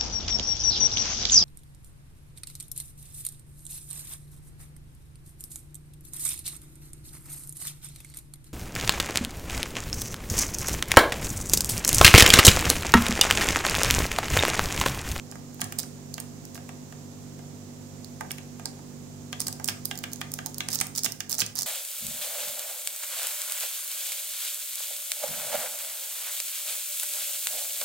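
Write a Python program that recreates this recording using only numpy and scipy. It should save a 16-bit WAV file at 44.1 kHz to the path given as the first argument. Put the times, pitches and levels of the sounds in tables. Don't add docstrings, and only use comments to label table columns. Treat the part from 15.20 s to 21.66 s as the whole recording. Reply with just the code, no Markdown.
import sys
import numpy as np
from scipy import signal
from scipy.fft import rfft, irfft
from scipy.io import wavfile

SR = 44100
rng = np.random.default_rng(int(sys.argv[2]) if len(sys.argv) > 2 else 0)


def transcribe(u):
    v = np.clip(np.atleast_2d(u).T, -1, 1)
    q = np.round(v * 32767).astype(np.int16)
    wavfile.write(sys.argv[1], SR, q)


N = 284886

# (time [s], relative level [dB], pitch of the ring [Hz], brightness [dB])
SNAPS = [(0.1144, -36, 7350, -1), (0.3453, -42, 8500, 5), (0.4124, -29, 6800, 0), (0.4164, -21.5, 7800, -2),
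         (0.4427, -28, 6500, 3), (0.5237, -29.5, 8800, 9), (0.5878, -18.5, 8150, 3),
         (0.594, -23.5, 4700, -5), (0.601, -28.5, 7450, 1), (0.632, -33, 6100, -6),
         (0.9416, -27.5, 4670, 0.5), (1.0017, -25.5, 8600, 8), (1.253, -37.5, 4990, 2),
         (2.846, -37.5, 4140, -6), (3.1166, -25.5, 9000, 3), (3.457, -23.5, 4340, -10),
         (4.204, -18, 8850, -4), (4.2167, -24.5, 6200, 1), (4.2702, -24, 5700, -6),
         (4.2823, -19.5, 8000, -1), (4.3273, -28, 5030, 1), (4.4442, -21.5, 8210, 3), (4.458, -32, 8900, 1),
         (4.487, -21, 8000, -12), (4.655, -18.5, 8700, 10), (4.7553, -36, 5400, -4),
         (4.7764, -29.5, 6800, 0), (4.7893, -30, 6500, 9), (4.9332, -24.5, 6500, 9),
         (4.9595, -37.5, 6650, -11), (5.1184, -29, 6950, 7), (5.139, -21, 6600, 4.5),
         (5.2615, -23.5, 6960, 5), (5.3447, -33, 5600, 0), (5.3826, -25, 8100, 3), (5.487, -22, 5730, -6.5),
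         (5.53, -22, 5470, -6), (5.5487, -21, 7100, 9), (5.5562, -21, 7510, -3), (5.589, -26, 4840, -17),
         (5.6023, -22.5, 5580, -11), (5.6121, -14.5, 8400, 1), (5.669, -31, 7360, 4),
         (5.7613, -25, 6820, 1), (5.7772, -23.5, 7250, 1), (5.7824, -21, 5450, -7), (5.7918, -25, 6350, -4),
         (5.8347, -21.5, 8730, -2), (5.8456, -16, 5330, -4), (5.9216, -26.5, 6050, 4),
         (6.005, -25, 6500, 2), (6.0959, -26, 6350, 8), (6.1178, -20, 5646, 10), (6.128, -20, 5200, -10),
         (6.1835, -22.5, 6260, -14), (6.2047, -14.5, 5400, -24), (6.2636, -26.5, 6500, -9),
         (6.3551, -26.5, 9300, 4), (6.383, -26, 5600, -4), (6.3894, -18.5, 5550, -2),
         (6.41, -23.5, 5720, -1), (6.4207, -22, 7600, 5), (6.4316, -22, 6700, -6)]
# (time [s], relative level [dB], hardness [dB/octave])
KNOCKS = [(0.1228, -45, -1), (0.1563, -46, -2), (0.3955, -46, -2), (0.4167, -28, 4.5), (0.5237, -37, 2),
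          (0.635, -46.5, 1.5), (0.9809, -36, 3), (1.355, -45, 0), (1.377, -43.5, -1.5), (1.4917, -40.5, 0),
          (1.7244, -45.5, 1), (2.192, -49.5, -1), (3.0095, -32.5, -2), (3.1083, -34, 7.5),
          (3.1832, -40.5, 7.5), (3.3967, -43.5, -1.5), (3.4581, -42.5, -1.5), (3.5925, -54.5, -2.5),
          (4.129, -31, 7), (4.2846, -42, -1.5), (4.3986, -40.5, -2), (4.4865, -25.5, 5.5),
          (4.7125, -29.5, 5.5), (4.8394, -30, 5.5), (5.0144, -30, 5.5), (5.1886, -33.5, 1),
          (5.2624, -51, -5.5), (5.4058, -26.5, 8.5), (5.4871, -36.5, 5.5), (5.613, -27, 6), (5.861, -28, 9),
          (6.0056, -33, 8.5), (6.2186, -25, 12)]
# (start [s], end [s], relative level [dB], swell from start to end [dB])
STROKES = [(0.403, 0.418, -40, 8), (0.583, 0.607, -35, -1), (1.346, 1.372, -48.5, -7),
           (4.196, 4.226, -41, 3), (4.264, 4.285, -37, 0), (4.477, 4.505, -35.5, -8),
           (4.648, 4.664, -48, -2), (4.915, 4.937, -46, 12), (5.259, 5.273, -40.5, -5.5),
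           (5.501, 5.564, -35.5, 6), (5.582, 5.611, -39.5, 9), (5.749, 5.796, -36.5, -1),
           (5.838, 5.863, -29, 13), (6.093, 6.155, -36, 3), (6.178, 6.221, -29.5, 13.5),
           (6.36, 6.432, -37.5, -4)]
# (frequency [Hz], level [dB], t60 [s])
BLADE_MODES = [(4960, 2, 0.0086), (5500, -15, 0.011), (5930, -15, 0.028), (6600, 2.5, 0.018),
               (7230, 2, 0.025), (8060, -27, 0.038)]
PINS_HZ = [4700, 5600, 5550, 6500]
# (frequency [Hz], left minus right [dB])
NEAR_BALANCE = [(200, -3), (1300, -5.5), (2700, -1.5), (4400, -6), (8000, -7.5), (15000, -13)]
# (frequency [Hz], left minus right [dB])
RUSH_BALANCE = [(60, -.5), (110, -3), (200, -4.5), (380, -1), (700, -4), (1300, -2), (2400, -2), (4400, -6),
                (8000, -11), (15000, -5)]


def amp(db):
    return 10 ** (np.asarray(db) / 20)


def evened(x):
    return x / np.sqrt(np.mean(x ** 2) + 1e-20)


def unit(x):
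    return evened(x) / np.sqrt(x.shape[-1])


def read(points, hz):
    f, value = np.transpose(points)
    return np.interp(np.log(hz + 1), np.log(f), value)


def bins(size):
    return np.fft.rfftfreq(size, 1 / SR)


def sides(balance, hz):
    return np.array([[.5], [-.5]]) * read(balance, hz)


def add(mix, s, sound):
    part = mix[:, round(s * SR):][:, :sound.shape[-1]]
    part += sound[..., :part.shape[-1]]


def colour(x, db):
    mirrored_db = np.r_[db, db[-2:0:-1]]
    phase = -signal.hilbert(np.log(amp(mirrored_db))).imag[:len(db)]
    return irfft(rfft(x) * amp(db) * np.exp(1j * phase))


def peak(hz, pitch_hz, ring_db, ring_width_hz):
    return ring_db / (1 + ((hz - pitch_hz) / ring_width_hz) ** 2)


def convolve(x, response):
    return signal.fftconvolve(x, response, axes=1)[:, :N]


def drift(hz):
    noise = rfft(rng.standard_normal(N))
    return evened(irfft(noise * np.exp(-(bins(N) / hz) ** 2), N))


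def ring(modes, t, spread, uneven_db=0):
    out = 0
    for hz, db, t60 in modes:
        strength = amp(db + uneven_db * rng.standard_normal() - 60 * t / t60)
        phase = spread * rng.standard_normal((2, 1))
        out = out + strength * np.sin(2 * np.pi * hz * t + phase)
    return out


def contact(t, chatter, chatter_s, scatter, scatter_s):
    a, b = rng.standard_normal((2, 2, len(t)))
    chattering = chatter * unit(a * np.exp(-t / chatter_s))
    scattering = scatter * unit(b * np.exp(-t / scatter_s))
    return unit((t == 0) + chattering + scattering)


def snaps(level_db=20.0, ring_db=7, ring_width_hz=600, blade_db=-12, bright_hz=10500, drag_db=-12, drag_s=0.0019):
    # (frequency [Hz], level [dB])
    snap_colour = [(100, -39.5), (700, -13), (1500, -19.5), (2900, -16.5), (3900, -7), (5200, 0),
                   (7000, -2), (9000, -1), (11500, -5), (15000, -5.5)]
    jolt_db, jolt_hz, jolt_bright_db = -1.5, 6600, -8
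    t, hz, out = np.arange(4096) / SR, bins(size=4096), np.zeros((2, N))
    lead = 160
    jolts = [(s, db + jolt_db, jolt_hz, jolt_bright_db) for s, db, _ in KNOCKS]
    for s, db, pitch_hz, bright_db in SNAPS + jolts + catches():
        blow = np.roll(contact(t, chatter=1.97, chatter_s=0.00077, scatter=0.77, scatter_s=0.004), lead, axis=1)
        drag = rng.standard_normal((2, lead)) * np.exp(t[:lead] / drag_s)
        blow[:, :lead] += amp(drag_db) * unit(drag)
        pin = peak(hz, pitch_hz, ring_db, ring_width_hz)
        treble = bright_db * (1 + np.tanh((hz - bright_hz) / 2000)) / 2
        snap = unit(colour(blow, read(snap_colour, hz) + pin + treble))
        blade = unit(ring(BLADE_MODES, t, spread=1.56, uneven_db=5))
        add(out, s - lead / SR, amp(db + level_db) * snap)
        add(out, s, amp(db + level_db + blade_db) * blade)
    return out


def catches(teeth_per_s=125, level_db=6, spread_db=2, bright_db=-2.5, clear_s=0.0045):
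    listed_s = np.array([row[0] for row in SNAPS])
    rows = []
    for start, end, db, swell_db in STROKES:
        chance = rng.random((16, 3))
        for k, (late, force, pin) in enumerate(chance):
            s = start + (k + late / 2) / teeth_per_s
            if s < end and abs(s - listed_s).min() > clear_s:
                swelling = swell_db * ((s - start) / (end - start) - .5)
                level = db + level_db + swelling + spread_db * (2 * force - 1)
                rows.append((s, level, PINS_HZ[int(pin * len(PINS_HZ))], bright_db))
    return rows


def scrapes(slips_per_s=2200, size_db=3.5, level_db=0.5, blade_db=-9, ring_db=9, ring_width_hz=450, grip_db=3):
    # (frequency [Hz], level [dB])
    scrape_colour = [(100, -17), (350, -15.5), (750, -10.5), (1100, -12.5), (1600, -10.5), (2900, -15.5),
                     (3900, -6.5), (5400, -8), (7000, -11), (9000, -4.5), (11500, -10), (15000, -5.5)]
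    skid_before_s, skid_after_s, skid_db = 0.006, 0.0022, -13.5
    slips = np.zeros((1, N))
    grip = amp(grip_db * drift(hz=130))
    skids = [(s - skid_before_s, s + skid_after_s, db + skid_db, 0) for s, db, _ in KNOCKS]
    for start, end, db, swell_db in STROKES + skids:
        n = max(round((end - start) * SR), 100)
        sizes = amp(size_db * np.minimum(rng.exponential(1, n), 3)) * rng.choice([-1, 1], n)
        pressure = signal.windows.tukey(n, .25) * amp(swell_db * np.arange(n) / n)
        train = sizes * (rng.random(n) < slips_per_s / SR) * pressure
        gripped = train * np.resize(grip[round(start * SR):], n)
        add(slips, start, amp(db + level_db) * evened(gripped))
    t, hz, out = np.arange(4096) / SR, bins(size=4096), 0
    dwell = 300
    touched = rng.integers(0, len(PINS_HZ), N)[np.arange(N) // dwell]
    for pin, pitch_hz in enumerate(PINS_HZ):
        shape = read(scrape_colour, hz) + peak(hz, pitch_hz, ring_db, ring_width_hz)
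        slip = unit(colour(contact(t, chatter=0.46, chatter_s=0.0022, scatter=0.4, scatter_s=0.0032), shape))
        blade = amp(blade_db) * unit(ring(BLADE_MODES, t, spread=3.8))
        out = out + convolve(slips * (touched == pin), slip + blade)
    return out


def knocks(level_db=26.0, modes_db=-5, vise_db=2, pivot_hz=1600, soft_top_hz=3500, cushion_db=-3, muffle_db=14,
           muffle_hz=2500):
    # (frequency [Hz], level [dB])
    knock_colour = [(40, -20), (100, -9.5), (350, -4.5), (500, -12.5), (750, 10.5), (1050, -7.5), (1550, 3),
                    (2250, 0), (3200, -2.5), (4000, -11), (6500, -14), (10000, -26), (15000, -30)]
    # (frequency [Hz], level [dB], t60 [s])
    lock_modes = [(725, -4, 0.14), (1223, 7, 0.031), (1619, 4.5, 0.047), (2047, -5, 0.035),
                  (2275, -4.5, 0.027), (2845, -1, 0.027), (3230, -8.5, 0.036)]
    # (frequency [Hz], level [dB], t60 [s])
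    vise_modes = [(480, -17, 0.06), (730, -6, 0.088), (875, 7, 0.046), (1010, -6, 0.022),
                  (1233, -2.5, 0.055)]
    t, hz, out = np.arange(8192) / SR, bins(size=8192), np.zeros((2, N))
    octaves = np.log2(np.clip(hz, 600, soft_top_hz) / pivot_hz)
    treble = 1 - 1 / (1 + (hz / muffle_hz) ** 8)
    for s, db, hardness in KNOCKS:
        cushioned = 1 / (-0.5 + np.exp(hardness - cushion_db))
        blow = contact(t, chatter=2.0, chatter_s=0.0028, scatter=1.83, scatter_s=0.0039)
        crack = unit(colour(blow, read(knock_colour, hz)))
        body = crack + amp(modes_db) * unit(ring(lock_modes, t, spread=0.82, uneven_db=1.0))
        clack = unit(colour(body, hardness * octaves - cushioned * muffle_db * treble))
        jaws = cushioned * amp(vise_db) * unit(ring(vise_modes, t, spread=0.88))
        add(out, s, amp(db + level_db) * (clack + jaws))
    return out


def bench(rise_s=0.0055, level_db=4):
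    # (time [s], relative level [dB])
    shoves = [(0.42, -42), (0.509, -48), (1.618, -50), (1.721, -56), (4.268, -45.5), (4.491, -46),
              (5.601, -45.5), (5.854, -46.5), (6.214, -42.5)]
    # (frequency [Hz], level [dB], t60 [s])
    bench_modes = [(107.9, 2, 0.43), (180.4, 6, 0.13), (259.4, 2.5, 0.11), (352, -2.5, 0.125)]
    t, out = np.arange(SR // 2) / SR, np.zeros((2, N))
    for s, db in shoves:
        thump = (1 - np.exp(-t / rise_s)) * ring(bench_modes, t, spread=0.28)
        add(out, s, amp(db + level_db) * thump)
    return out


def near(x, level_db=-1):
    return irfft(rfft(x) * amp(level_db + sides(NEAR_BALANCE, bins(N))), N)


def room(x, turns_per_s=.9):
    angle = 2 * np.pi * turns_per_s * np.arange(N) / SR
    return convolve(x * np.cos(angle), echoes()) + convolve(x * np.sin(angle), echoes())


def echoes(build_s=0.0032, wet_db=0, balance_share=0.43):
    # (frequency [Hz], t60 [s])
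    room_t60 = [(200, 1.5), (600, 0.42), (1500, 0.34), (4000, 0.3), (8000, 0.34), (15000, 0.37)]
    # (frequency [Hz], echo level [dB])
    room_colour = [(40, -8), (110, 6), (200, 8.5), (800, -3.5), (2000, -6.5), (4000, -8), (6500, -10),
                   (10000, -11), (15000, -12)]
    hz, t, z = signal.stft(rng.standard_normal((2, SR // 2)), SR, nperseg=256)
    t60 = read(room_t60, hz)[:, None]
    tail = signal.istft(z * amp(-60 * t / t60) / np.sqrt(t60), SR, nperseg=256)[1]
    size = tail.shape[1]
    build = 1 - np.exp(-(np.arange(size) / SR / build_s) ** 2)
    tail = unit(tail * build)
    hz = bins(size)
    return irfft(rfft(tail) * amp(wet_db + read(room_colour, hz) + balance_share * sides(NEAR_BALANCE, hz)))


def hum(motor_hz=48.87, waver_db=1.0, wander=0.013, level_db=0):
    # (multiple of the turning rate, level [dB])
    harmonics = [(1, -66), (2, -54), (3, -49.5), (4, -58), (5, -49.5), (7, -64), (8, -62), (9, -66.5),
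                 (10, -65.5), (11, -66.5), (12, -77), (13, -85), (14, -69)]
    turns = motor_hz * np.arange(N) / SR + wander * drift(hz=.7)
    out = np.zeros((2, N))
    for order, db in harmonics:
        line = np.sqrt(2) * np.sin(2 * np.pi * (order * turns + rng.random()))
        waver = waver_db * drift(hz=5.1)
        out += line * amp(level_db + db + waver + sides(RUSH_BALANCE, order * motor_hz))
    return out


def rush(level_db=-47):
    # (frequency [Hz], relative density [dB per Hz])
    rush_colour = [(20, -17), (45, -26), (70, -12.5), (100, -4.5), (130, -3.5), (190, -5.5), (270, 0),
                   (330, -8.5), (500, -14), (800, -16), (1500, -24), (3000, -27), (4500, -25.5),
                   (7000, -20.5), (9500, -32.5), (15500, -31.5)]
    # (frequency [Hz], left-right likeness [0..1])
    likeness = [(60, 1), (130, 0.019), (290, 0.15), (640, 0.00062), (1400, 0)]
    hz = bins(N)
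    a, b = rfft(rng.standard_normal((2, N)))
    same = np.clip(read(likeness, hz), -1, 1)
    pair = np.array([a, same * a + np.sqrt(1 - same ** 2) * b])
    shaped = pair * amp(read(rush_colour, hz) + sides(RUSH_BALANCE, hz))
    return amp(level_db) * evened(irfft(shaped, N))


def scene():
    # (time [s], level [dB])
    background_db = [(0, 1), (5.5, 0.5), (5.95, -4), (6.45, -7)]
    lock = snaps() + scrapes() + knocks()
    fade = amp(np.interp(np.arange(N) / SR, *np.transpose(background_db)))
    background = (hum() + rush()) * fade
    return near(lock + bench()) + room(lock) + background


def record(dry, ceiling=.7, edge_hz=15850):
    rounded = ceiling * np.tanh(dry / ceiling)
    lowpass = signal.firwin(255, edge_hz, window=("kaiser", 8), fs=SR)
    return signal.oaconvolve(rounded, lowpass[None], "same")


dry = scene()
out = record(dry)
transcribe(out)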